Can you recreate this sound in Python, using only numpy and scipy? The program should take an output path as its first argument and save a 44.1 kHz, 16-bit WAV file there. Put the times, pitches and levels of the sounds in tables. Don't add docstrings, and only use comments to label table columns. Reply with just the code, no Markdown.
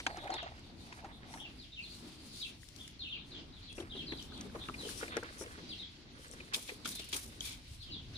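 import sys
import numpy as np
from scipy import signal
from scipy.fft import rfft, irfft
from scipy.io import wavfile
from scipy.ndimage import uniform_filter1d

SR = 44100
rng = np.random.default_rng(int(sys.argv[2]) if len(sys.argv) > 2 else 0)


def gain_from_db(level_db):
    decades = np.asarray(level_db, float) / 20
    return 10 ** decades


def wav_out(sig):
    wavfile.write(sys.argv[1], SR, np.round(np.clip(np.atleast_2d(sig).T, -1, 1) * 32767).astype(np.int16))


N = 360297

# time in seconds, deep rumble in dB, traffic in dB, far sparrow chorus in dB.
BACKGROUND = [(0.0, -55.5, -63, -61.5), (2.73, -59.5, -59.5, -64.5), (4.28, -53.5, -56, -63.5),
              (6.6, -60, -60, -61), (8.17, -51.5, -60.5, -64.5)]
# frequency in Hz, strength in dB per Hz.
RUMBLE_COLOUR = [(12, -19), (20, -8), (65, 1.5), (119, -2.5), (170, -11), (220, -52), (370, -120)]
TRAFFIC_COLOUR = [(88, -37), (150, 0.5), (179, -1), (237, 3), (300, 1.5), (498, -12.5), (718, -13.5),
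                  (1360, -17.5), (2500, -23.5), (3250, -41), (5500, -120)]
CHORUS_COLOUR = [(880, -58), (1500, -5), (1730, -10.5), (1990, -2), (3740, 2), (4390, 2), (6200, -8.5),
                 (8060, -20), (13600, -120)]
AIR_COLOUR = [(2650, -24), (4500, -2), (5020, -2), (8370, -11), (9730, -20), (14400, -12), (15400, -20)]
AIR_DB = -83
# frequency in Hz, likeness from 0 to 1.
LIKENESS = [(60, 0.88), (240, 0.91), (950, 0.23), (3770, 0.036), (15000, 0.084)]

# time in seconds, level in dB, left over right in dB.
RUSTLE = [(0.0, -64, -1), (0.7, -82.5, 3), (1.0, -68.5, 2), (1.71, -77, 3.5), (2.39, -57.5, 2),
          (2.71, -74.5, 14.5), (2.89, -72.5, -1), (3.03, -80, 6), (4.59, -65.5, 1.5), (5.03, -51.5, 5.5),
          (5.19, -68.5, 7), (5.7, -69.5, 4), (6.1, -88, 5), (6.3, -61.5, 2), (6.5, -71, 2), (7.0, -71, -4),
          (7.36, -69, 5), (8.17, -78.5, 0)]
# closest pass in seconds, half length in seconds, level in dB.
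BRUSHES = [
    (1.36, 0.087, -60.5),
    (3.79, 0.051, -59.5),
    (4.99, 0.024, -47.5),
    (5.412, 0.037, -48.5),
    (6.33, 0.019, -56),
]
# frequency in Hz, strength in dB per Hz.
RUSTLE_COLOUR = [(1760, -20), (3000, -11.5), (4320, -8.5), (8070, -12.5), (9710, -10), (12400, -23),
                 (14500, -24.5), (15400, -18.5)]
BRUSH_COLOUR = [(2060, -39), (3500, -13), (4690, -15), (5600, -0.5), (6770, -10), (10300, -6.5),
                (12000, -22), (15500, -24)]
SWELL_DEPTH_DB, SWELL_ROUNDNESS = 21.5, 0.888
BRUSH_ROUNDNESS = 4

# firmest rub in seconds, half length in seconds, level in dB.
TRAY_GRIPS = [
    (.11, 0.095, -52),
    (.165, 0.037, -50.5),
    (.255, 0.067, -52),
    (.33, 0.22, -48.5),
    (.45, 0.18, -54),
    (.92, 0.19, -59),
    (1.04, 0.17, -54),
    (1.37, 0.28, -58.5),
]
# firmest rub in seconds, half length in seconds, level in dB.
BOTTLE_GRIPS = [(3.8, 0.27, -58.5), (3.97, 0.29, -60.5), (4.33, 0.085, -69), (4.42, 0.048, -54),
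                (4.47, 0.072, -77), (4.58, 0.2, -61.5), (4.86, 0.085, -58), (4.88, 0.49, -56),
                (5.03, 0.098, -50), (5.1, 0.073, -62), (5.17, 0.14, -45.5), (5.44, 0.2, -52.5),
                (5.6, 0.1, -54), (6.3, 0.31, -56), (6.56, 0.089, -52.5), (6.72, 0.082, -59),
                (6.88, 0.07, -60), (7.2, 0.84, -62)]
TRAY_HOLLOW_HZ, BOTTLE_HOLLOW_HZ = 750, 391.7

# time in seconds, peak in dB, hollow note in Hz, wall ring in dB.
TRAY_KNOCKS = [
    (0.0, -55.5, 974, 9.5),
    (0.065, -35, 775, -1.5),
    (0.171, -39.5, 767, -18),
    (0.238, -44, 654, -24),
    (0.302, -34.5, 752, -15),
    (0.339, -38.5, 892, -9),
    (0.428, -39.5, 677, -16),
    (0.925, -51.5, 980, -2),
    (1.044, -40.5, 792, -17),
    (1.338, -45, 907, -9),
]
# time in seconds, peak in dB, hollow note in Hz, wall note in Hz, wall ring in dB.
BOTTLE_KNOCKS = [(3.78, -38, 344, 2330, -7), (3.8, -42, 350, 3320, -0.5), (3.823, -47, 355, 2200, -2),
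                 (3.952, -42, 390, 2860, -14), (4.121, -39, 330, 2100, 2), (4.319, -59.5, 366, 1430, 10),
                 (4.455, -48, 400, 1400, -23), (4.549, -38, 465, 870, -4), (4.686, -42, 253, 1180, 3.5),
                 (4.74, -58, 282, 2330, 18), (4.85, -42.5, 404, 3130, 0), (5.028, -36.5, 443, 1440, -8.5),
                 (5.079, -46.5, 293, 2180, 5), (5.167, -32, 453, 1690, 4.5), (5.227, -43, 476, 1410, 1),
                 (5.41, -39.5, 400, 1370, -11), (5.577, -46.5, 272, 1440, -12)]
# time in seconds, peak in dB, hollow note in Hz, wall note in Hz,
# wall ring in dB.
TRIGGER_KNOCKS = [
    (6.401, -52.5, 256, 2350, 9.5),
    (6.566, -46.5, 484, 3260, -12),
    (6.691, -46, 500, 2140, 12.5),
    (6.855, -44.5, 280, 1400, 7),
    (6.994, -49.5, 360, 3360, -10),
    (7.131, -45, 340, 3120, 4),
    (7.148, -45.5, 280, 3180, -9),
    (7.407, -52.5, 286, 3340, 16.5),
]
TRAY_PAN_DB, BOTTLE_PAN_DB = 1.5, 3.5
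TRAY_WALL_RATIO = 2.13
TRAY_CRACK, BOTTLE_CRACK, TRIGGER_CRACK = 1.6, .15, .12
# time in seconds,
# peak in dB, pitch in Hz, left over right in dB.
TICKS = [(0.065, -47, 5800, 6), (0.171, -35, 5130, -1), (0.275, -43, 3900, -4), (0.243, -46, 5000, 0.5),
         (0.3403, -30.5, 5840, 2.5), (0.593, -44, 7450, 1), (0.428, -46, 5640, 0.5),
         (2.6319, -56, 5360, -8), (2.6876, -39, 5500, 15), (2.7626, -43.5, 5640, 23),
         (2.8777, -33, 7730, -4.5), (3.728, -39.5, 5430, 7), (4.2256, -34, 5700, 6),
         (4.377, -39.5, 4580, 5), (4.41, -27.5, 6360, 2), (4.685, -41, 2880, 2.5), (5.169, -34.5, 5500, 27),
         (5.233, -41.5, 5470, 22), (6.272, -45, 5950, 2), (7.407, -33, 6850, 13)]
# time in seconds, peak in dB, pitch in Hz, left over right in dB.
TAPS = [(0.065, -21, 1560, 0.5), (0.0652, -21.5, 3080, -3), (0.0678, -25.5, 2380, -2.5),
        (0.0708, -30.5, 906, 1), (.098, -46, 886, 3), (.144, -41, 686, 1), (.158, -48, 690, 0.5),
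        (.183, -44, 710, -1), (.201, -53, 598, 1), (.219, -48, 570, -2), (.258, -38, 695, 0),
        (.295, -29, 700, 2.5), (.322, -35, 750, 10), (.36, -38, 755, -2), (.385, -54, 700, -9),
        (.461, -35, 710, 2), (.518, -48, 705, 1.5), (.699, -55, 690, 1), (.845, -57, 770, -2),
        (.899, -58, 666, -4), (0.926, -38, 2500, 9), (.993, -51, 754, 5), (1.026, -51, 907, -1),
        (1.422, -54, 869, -5), (2.632, -45.5, 1890, 3.5), (2.878, -47, 2060, 0.5), (4.498, -49, 1500, 3),
        (4.56, -39, 1010, 5), (4.639, -42, 2400, 3), (4.686, -33, 2700, 2.5), (4.696, -33, 1160, 1),
        (4.832, -44, 480, 1), (4.867, -37, 420, 1.5), (4.89, -40, 1490, 11), (5.012, -41, 1360, 17),
        (5.152, -44, 1530, 9), (5.325, -53, 1550, 1), (5.463, -39, 2730, 1), (5.466, -42.5, 435, 1.5),
        (7.406, -29, 6550, 7), (5.557, -52, 1426, 13), (6.282, -39, 7800, 5.5), (6.314, -36, 7750, 13),
        (6.5382, -28, 3300, 4), (6.5452, -18, 3320, 1), (6.849, -46, 3600, 6), (6.678, -42, 2320, 4.5),
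        (6.7, -50, 2400, 2), (6.718, -40.5, 420, 2.5), (6.745, -51, 2300, -4)]
TAP_CYCLES = 27

# start in seconds, length in seconds, first pitch in Hz, last pitch in Hz, level in dB.
NEAR_CHIRPS = [(0.315, 0.078, 4400, 2880, -46), (0.378, 0.056, 4320, 2445, -48),
               (1.39, 0.047, 3300, 3210, -48), (1.425, 0.043, 3200, 2386, -49.5),
               (1.585, 0.073, 4670, 2920, -54), (1.72, 0.035, 3600, 3800, -52),
               (1.752, 0.028, 3500, 2660, -53), (1.775, 0.041, 2810, 2470, -45),
               (1.823, 0.06, 4700, 2930, -52), (2.4, 0.046, 4600, 2880, -42.5),
               (2.435, 0.036, 3620, 2310, -43.5), (2.785, 0.042, 3250, 3305, -51),
               (2.835, 0.026, 3380, 2830, -51.5), (2.992, 0.059, 4460, 2730, -43.5),
               (3.045, 0.047, 3040, 2530, -45), (3.085, 0.095, 3860, 2267, -45.5),
               (3.306, 0.038, 4500, 3280, -51.5), (3.335, 0.071, 3700, 2650, -49.5),
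               (3.522, 0.031, 4150, 3830, -55.5), (3.552, 0.044, 4100, 3000, -58),
               (3.895, 0.066, 3880, 2760, -49.5), (3.953, 0.076, 4086, 2440, -44.5),
               (4.065, 0.074, 4580, 3310, -46.5), (4.17, 0.039, 4300, 2790, -46),
               (4.778, 0.045, 4430, 3380, -48), (4.822, 0.058, 3250, 2915, -50),
               (5.69, 0.054, 4700, 2610, -43.5), (5.776, 0.083, 4120, 3180, -47.5),
               (6.915, .018, 3970, 3920, -44), (6.945, 0.041, 4150, 3530, -47.5),
               (6.98, 0.049, 4200, 2490, -49.5), (7.86, 0.079, 3300, 2725, -55),
               (7.908, 0.036, 4550, 4480, -51.5), (7.918, 0.051, 4100, 3320, -44.5),
               (7.965, 0.035, 3700, 2890, -53), (8.138, 0.019, 2670, 4150, -56),
               (8.154, 0.025, 4240, 3110, -41.5)]
# start in seconds, length in seconds, first pitch in Hz, last pitch in Hz,
# level in dB.
FAR_CHIRPS = [(0.075, 0.076, 4380, 3900, -54.5), (0.155, 0.092, 3720, 3640, -52),
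              (0.62, 0.044, 4300, 3200, -59), (0.67, 0.055, 4220, 3630, -66),
              (0.775, 0.059, 4340, 3260, -56), (1.1, 0.061, 3730, 3620, -57),
              (1.87, 0.082, 4520, 4160, -53.5), (1.97, 0.11, 4460, 4380, -67),
              (2.13, 0.14, 4630, 4380, -61), (2.28, 0.16, 4700, 3880, -51), (3.127, 0.1, 4220, 3250, -52),
              (3.66, 0.045, 4250, 2940, -48), (3.61, .05, 3980, 4180, -55), (3.36, 0.048, 4570, 4350, -61),
              (4.27, 0.077, 3880, 3080, -53.5), (4.32, 0.06, 4300, 2904, -48.5),
              (4.585, 0.055, 3750, 3500, -46), (5.066, 0.085, 4370, 3204, -49.5),
              (7.797, 0.045, 4200, 4210, -48)]
NEAR_SHAKE, FAR_SHAKE = .045, .08
EDGE_SOFTNESS = .42
SPARROW_PAN_DB, FAR_DIRECT_DB = 1.68, -13
YARD_T60_S, YARD_DB = .3, -0.6
# start in seconds, length in seconds, first pitch in Hz, last pitch in Hz,
# level in dB.
WHISTLES = [(.81, 0.062, 9800, 9350, -69), (.86, 0.048, 9500, 9750, -67), (.945, .02, 9800, 9550, -74),
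            (.975, 0.045, 9800, 9900, -75), (1.0, 0.055, 11000, 11200, -74),
            (1.08, 0.027, 11100, 10700, -75), (1.155, .025, 10200, 11200, -72),
            (1.175, 0.03, 9900, 9750, -82), (1.265, .09, 11300, 11000, -77),
            (1.275, 0.044, 10000, 9800, -80), (1.45, 0.12, 10550, 10100, -67),
            (3.695, 0.049, 9600, 9000, -62), (3.805, 0.067, 10650, 11800, -75),
            (3.81, .03, 9100, 9300, -73), (3.845, 0.04, 8100, 8200, -77), (3.935, 0.033, 9700, 9100, -76),
            (3.98, .03, 9200, 9600, -68), (4.11, .07, 10900, 10200, -61), (5.985, 0.044, 9200, 9900, -85),
            (6.06, 0.057, 10800, 11000, -85), (6.1, 0.05, 11050, 10750, -73), (6.125, .05, 9150, 9600, -72),
            (6.175, 0.045, 9450, 9300, -67.5), (6.205, 0.037, 9300, 9800, -73),
            (6.22, 0.046, 10300, 10700, -85), (6.23, 0.068, 9100, 9800, -84),
            (6.37, 0.033, 8950, 9400, -76), (6.4, .025, 9500, 9650, -69), (6.425, .03, 9400, 9400, -74),
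            (6.455, .04, 9800, 9550, -74.5), (6.49, 0.026, 9350, 8950, -73)]

# start in seconds, length in seconds, mist in dB, splash on the pot in dB,
# sag as pressure drops in dB per second.
PULLS = [
    (6.538, 0.21, -50.5, -54, 54.5),
    (6.847, 0.36, -50.5, -55.5, 65),
    (7.118, 0.19, -45.5, -69, 100),
    (7.412, 0.14, -44.5, -44.5, 136),
]
# time in seconds, splash peak in dB, mist peak in dB.
SPURTS = [(6.534, -20.5, -45), (6.543, -21, -33), (6.559, -53.5, -36), (6.677, -39, -66), (6.686, -38, -63),
          (6.846, -31, -60), (6.854, -27, -44), (6.873, -47, -35.5), (6.886, -54, -41), (6.906, -56, -48),
          (6.918, -56, -49), (6.9504, -50, -35), (6.991, -30, -49), (7.0404, -66.5, -49),
          (7.0866, -59, -42), (7.127, -22, -39.5), (7.14, -32, -34), (7.161, -44, -39)]
# frequency in Hz, strength in dB per Hz.
MIST_COLOUR = [(2350, -24), (4000, -11.5), (4400, -14.5), (5590, -12), (8080, -14), (9740, -8.5),
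               (10200, -10.5), (11000, -18), (14600, -19), (15400, -25)]
SPLASH_COLOUR = [(530, -52), (900, -17.5), (1920, -22.5), (2270, -5), (2820, -12.5), (3290, -3), (4220, -9),
                 (7000, -16.5), (9100, -27), (15400, -120)]
PRESSURE_RISE_S, RISE_DB, SPLASH_SAG_RATIO = 0.046, 10, 0.57
SHUT_S, SHUT_DB = .05, 18
SPURT_T60_S, SPURT_RISE_S = 0.047, 0.0059
PUFF_T60_S, PUFF_RISE_S = 0.045, 0.0062

CUTOFF_HZ = 16000


def in_time(rows):
    s, *columns = np.transpose(rows)
    return [np.interp(np.arange(N) / SR, s, column) for column in columns]


def at_hz(points, hz):
    point_hz, value = np.transpose(points)
    return np.interp(np.log(hz), np.log(np.maximum(point_hz, 1)), value)


def rms_one(x):
    return x / np.sqrt(np.mean(x ** 2) + 1e-20)


def drift(rate):
    r = np.exp(-80 * np.pi * rate / SR)
    noise = rng.standard_normal(N // 40 + 2002)
    slow = signal.lfilter([1], [1, -2 * r, r * r], noise)[2000:]
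    return np.interp(np.arange(N) / 40, np.arange(len(slow)), rms_one(slow))


def coloured(spectrum, grain_db=0, flicker_db=0, flicker_rate=20):
    grains = gain_from_db(grain_db * np.minimum(rng.exponential(1, N), 6))
    white = rng.standard_normal((2, N)) * grains
    hz = np.maximum(np.fft.rfftfreq(N, 1 / SR), 1)
    alike = np.clip(at_hz(LIKENESS, hz), 0, 1)
    mid, side = rfft(white) * gain_from_db(at_hz(spectrum, hz))
    both = irfft(np.sqrt(1 + alike) * mid + np.sqrt(1 - alike) * side * [[1], [-1]], N)
    return rms_one(both * gain_from_db(flicker_db * drift(flicker_rate)))


def sides(pan_db):
    return gain_from_db(np.multiply.outer([.5, -.5], pan_db))


def add(out, s, sound, pan_db, lag_per_db=0.5):
    for side, gain, way in zip(out, sides(pan_db), (-1, 1)):
        lag = way * lag_per_db * np.clip(pan_db, -6, 6)
        at = max(round(s * SR + lag), 0)
        side[at:at + len(sound)] += gain * sound[:N - at]


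def dying(t60, rise):
    t = np.arange(SR // 5) / SR
    return t, gain_from_db(-60 * t / t60) * (1 - np.exp(-t / rise))


def resonate(x, hz, width_hz):
    r = np.exp(-np.pi * width_hz / SR)
    feedback = [1, -2 * r * np.cos(2 * np.pi * hz / SR), r * r]
    return signal.lfilter([(1 - r * r) / 2, 0, (r * r - 1) / 2], feedback, x)


def dull(x, hz):
    return signal.sosfilt(signal.butter(3, hz, fs=SR, output="sos"), x)


def swells(rows, roundness=SWELL_ROUNDNESS):
    t = np.arange(0, N, 40) / SR
    power = 0
    for s, half, db in rows:
        fall_db = SWELL_DEPTH_DB * (abs(t - s) / max(half, .01)) ** roundness
        power = power + gain_from_db(db - fall_db) ** 2
    return np.interp(np.arange(N) / SR, t, np.sqrt(power))


def patchy(x, depth_db):
    spectrum = signal.stft(x, nperseg=512)[2]
    chance = rng.standard_normal(spectrum.shape[1:])
    for axis, size in ((0, 7), (1, 19), (0, 7), (1, 19)):
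        chance = uniform_filter1d(chance, size=size, axis=axis)
    return signal.istft(spectrum * gain_from_db(depth_db * rms_one(chance)), nperseg=512)[1][:, :N]


def rumble():
    return gain_from_db(in_time(BACKGROUND)[0]) * coloured(RUMBLE_COLOUR) * sides(-0.08)[:, None]


def garden():
    _, traffic_db, chorus_db = in_time(BACKGROUND)
    traffic = gain_from_db(traffic_db + 2.0) * coloured(TRAFFIC_COLOUR, flicker_db=3.0, flicker_rate=3.2)
    traffic = traffic * sides(1.9)[:, None]
    chorus = gain_from_db(chorus_db + 2.5) * coloured(CHORUS_COLOUR, flicker_db=2.5, flicker_rate=4.8)
    return traffic + chorus + gain_from_db(AIR_DB) * coloured(AIR_COLOUR)


def rustle():
    level_db, pan_db = in_time(RUSTLE)
    grains = coloured(RUSTLE_COLOUR, grain_db=2.5, flicker_db=4.5, flicker_rate=5)
    steady = gain_from_db(level_db + 5.5) * sides(pan_db) * grains
    brush = swells(BRUSHES, BRUSH_ROUNDNESS) * sides(7.1)[:, None] * coloured(BRUSH_COLOUR, grain_db=4.0)
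    return steady + brush


def rubbing():
    tray, bottle = swells(TRAY_GRIPS), swells(BOTTLE_GRIPS)
    hollow_hz = np.where(tray > bottle, TRAY_HOLLOW_HZ, BOTTLE_HOLLOW_HZ)
    slow = signal.lfilter(*signal.butter(2, 150, fs=SR), rng.standard_normal((2, N)))
    slow = slow * gain_from_db(4.8 * drift(47))
    turn = 2 * np.pi * np.cumsum(hollow_hz) / SR
    hum = rms_one(slow[0] * np.cos(turn) + slow[1] * np.sin(turn))
    slips = (rng.random(N) < 1800 / SR) * rng.standard_normal(N) * gain_from_db(5 * drift(18))
    slips = dull(slips, 3000)
    crackle = resonate(slips, 1240, 300) + resonate(slips, 1600, 460) + 0.9 * resonate(slips, 1790, 950)
    crackle = rms_one(crackle)
    hollow = np.stack([hum, np.where(tray > bottle, 1.1, 0.57) * np.roll(hum, 6)])
    dry_part = np.stack([crackle, 1.94 * np.roll(crackle, 14)])
    return (tray + bottle) * (hollow + gain_from_db(-1.0) * dry_part)


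def knocks():
    out = np.zeros((2, N))
    t, swell = dying(0.062, rise=0.00055)
    rattle_fall = dying(0.034, rise=0.0012)[1]
    thud_fall = dying(0.088, rise=0.0064)[1]
    wall_fall = dying(0.05, rise=0.0033)[1]
    broad = signal.butter(1, [300, 5000], "band", fs=SR)
    tray = [(s, db, hz, TRAY_WALL_RATIO * hz, wall_db) for s, db, hz, wall_db in TRAY_KNOCKS]
    groups = [(tray, TRAY_PAN_DB, TRAY_CRACK), (BOTTLE_KNOCKS, BOTTLE_PAN_DB, BOTTLE_CRACK),
              (TRIGGER_KNOCKS, BOTTLE_PAN_DB, TRIGGER_CRACK)]
    for rows, pan_db, crack in groups:
        for s, peak_db, hollow_hz, wall_hz, wall_db in rows:
            rattle = rng.standard_normal(len(t)) * rattle_fall
            thud = rng.standard_normal(len(t)) * thud_fall
            hollow = swell * np.sin(2 * np.pi * hollow_hz * t)
            hollow += 3 * resonate(rattle, 1.7 * hollow_hz, 130)
            hollow += 4 * resonate(thud, 1.03 * hollow_hz, 165) + 7.3 * resonate(thud, 337, 79)
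            wall = crack * signal.lfilter(*broad, rattle)
            wall += 2.0 * resonate(resonate(rattle, wall_hz, 610), wall_hz, 610)
            wall += 0.08 * wall_fall * np.sin(2 * np.pi * wall_hz * t)
            add(out, s, gain_from_db(peak_db + 3.0) * hollow, pan_db)
            add(out, s, gain_from_db(peak_db + wall_db + 14.0) * wall, 0.683 * pan_db, lag_per_db=6.5)
    return dull(out, 6900)


def ticks():
    out = np.zeros((2, N))
    t, fall = dying(0.015, rise=0.00009)
    bright = signal.butter(2, [3000, 9000], "band", fs=SR, output="sos")
    for s, peak_db, hz, pan_db in TICKS:
        snap = signal.sosfilt(bright, rng.standard_normal(len(t)))
        ring = 0.48 * np.sin(2 * np.pi * hz * t)
        add(out, s, gain_from_db(peak_db - 5.0) * fall * (snap + ring), pan_db)
    return out


def taps():
    out, t = np.zeros((2, N)), np.arange(SR // 10) / SR
    for s, peak_db, hz, pan_db in TAPS:
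        low, high = rng.uniform(.06, .18, 2)
        ring = np.sin(2 * np.pi * hz * t)
        ring += 0.32 * np.sin(2 * np.pi * hz * (1 - low) * t)
        ring -= 0.57 * np.sin(2 * np.pi * hz * (1 + high) * t)
        fall = gain_from_db(peak_db - 60 * t * hz / TAP_CYCLES) * np.clip(t * hz, 0, 1)
        add(out, s, fall * ring, pan_db, lag_per_db=4.0)
    return out


def chirps(rows, shake, flutter):
    out = np.zeros((2, N))
    for s, length, first_hz, last_hz, level_db in rows:
        u, at = np.linspace(0, 1, round(length * SR)), round(s * SR)
        held = np.resize(np.stack([shake, flutter])[:, at:at + len(u)].T, (len(u), 2))
        pitch_shake, strength_shake = held.T
        hz = (first_hz + (last_hz - first_hz) * u) * (1 + pitch_shake)
        upper_hz = 0.42 * hz + 0.61 * first_hz * (1 - 0.0612 * strength_shake)
        voice = gain_from_db(2.5 * strength_shake) * np.sin(2 * np.pi * np.cumsum(hz) / SR)
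        voice += gain_from_db(-14.0 - 4.1 * strength_shake) * np.sin(2 * np.pi * np.cumsum(upper_hz) / SR)
        voice *= 1 + 0.27 * np.sin(2 * np.pi * 75 * length * u)
        call = gain_from_db(level_db + 1.0) * np.sin(np.pi * u) ** EDGE_SOFTNESS * voice
        add(out, s, call, SPARROW_PAN_DB, lag_per_db=7.0)
    return out


def yard(x):
    t = np.arange(SR) / SR
    tail = rng.standard_normal((2, SR)) * gain_from_db(-60 * t / YARD_T60_S) * np.clip(t / 0.00019, 0, 1)
    tail /= np.sqrt(np.sum(tail ** 2, axis=1, keepdims=True))
    return gain_from_db(YARD_DB) * signal.fftconvolve(x, tail, axes=1)[:, :N]


def sparrows():
    shake, flutter = drift(197), drift(67.5)
    near = chirps(NEAR_CHIRPS, NEAR_SHAKE * shake, flutter)
    far = chirps(FAR_CHIRPS, FAR_SHAKE * shake, flutter)
    return near + gain_from_db(FAR_DIRECT_DB) * far + yard(near + far)


def whistles():
    out, waver, flutter = np.zeros((2, N)), drift(45), drift(45)
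    for s, length, first_hz, last_hz, level_db in WHISTLES:
        u, at = np.linspace(0, 1, round(length * SR)), round(s * SR)
        hz = (first_hz + (last_hz - first_hz) * u) * (1 + .006 * waver[at:at + len(u)])
        strength = gain_from_db(level_db - 1.2 + 3 * flutter[at:at + len(u)]) * np.sin(np.pi * u) ** .4
        add(out, s, strength * np.sin(2 * np.pi * np.cumsum(hz) / SR), 1.5)
    return out


def pressure(s, length, peak_db, sag):
    last_db = peak_db - sag * (length - PRESSURE_RISE_S)
    return [(s, peak_db - RISE_DB), (s + PRESSURE_RISE_S, peak_db),
            (s + length, last_db), (s + length + SHUT_S, last_db - SHUT_DB)]


def jet(pulls):
    t, out = np.arange(0, N, 40) / SR, 0
    for pull in pulls:
        s, db = np.transpose(pressure(*pull))
        out = out + gain_from_db(np.interp(t, s, db)) * (t >= s[0]) * (t < s[-1])
    return np.interp(np.arange(N) / SR, t, out)


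def spray():
    mist = jet([(s, length, db, sag) for s, length, db, _, sag in PULLS])
    splash = jet([(s, length, db, SPLASH_SAG_RATIO * sag) for s, length, _, db, sag in PULLS])
    spurt = dying(SPURT_T60_S, SPURT_RISE_S)[1]
    puff = dying(PUFF_T60_S, PUFF_RISE_S)[1]
    mist_spits, splash_spits = np.zeros((2, 2, N))
    for s, splash_peak_db, mist_peak_db in SPURTS:
        add(mist_spits, s, gain_from_db(mist_peak_db + 6.0) * puff, 0)
        add(splash_spits, s, gain_from_db(splash_peak_db - 2.5) * spurt, 0)
    hiss = coloured(MIST_COLOUR, grain_db=1.5, flicker_db=2.2, flicker_rate=55)
    patter = coloured(SPLASH_COLOUR, grain_db=3.0, flicker_db=-1.0, flicker_rate=55)
    return ((mist + mist_spits) * hiss + (splash + splash_spits) * patter) * sides(1.6)[:, None]


def scene():
    background = rumble() + patchy(garden() + rustle(), depth_db=1.1)
    handling = rubbing() + knocks() + ticks() + taps()
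    return background + handling + sparrows() + whistles() + spray()


def top_cut(x):
    return signal.sosfilt(signal.butter(12, 15830, fs=SR, output="sos"), x)


def record(dry):
    steep = signal.cheby2(14, 60, CUTOFF_HZ, fs=SR, output="sos")
    mix = signal.sosfilt(steep, dry)
    return top_cut(mix)


dry = scene()
out = record(dry)
wav_out(out)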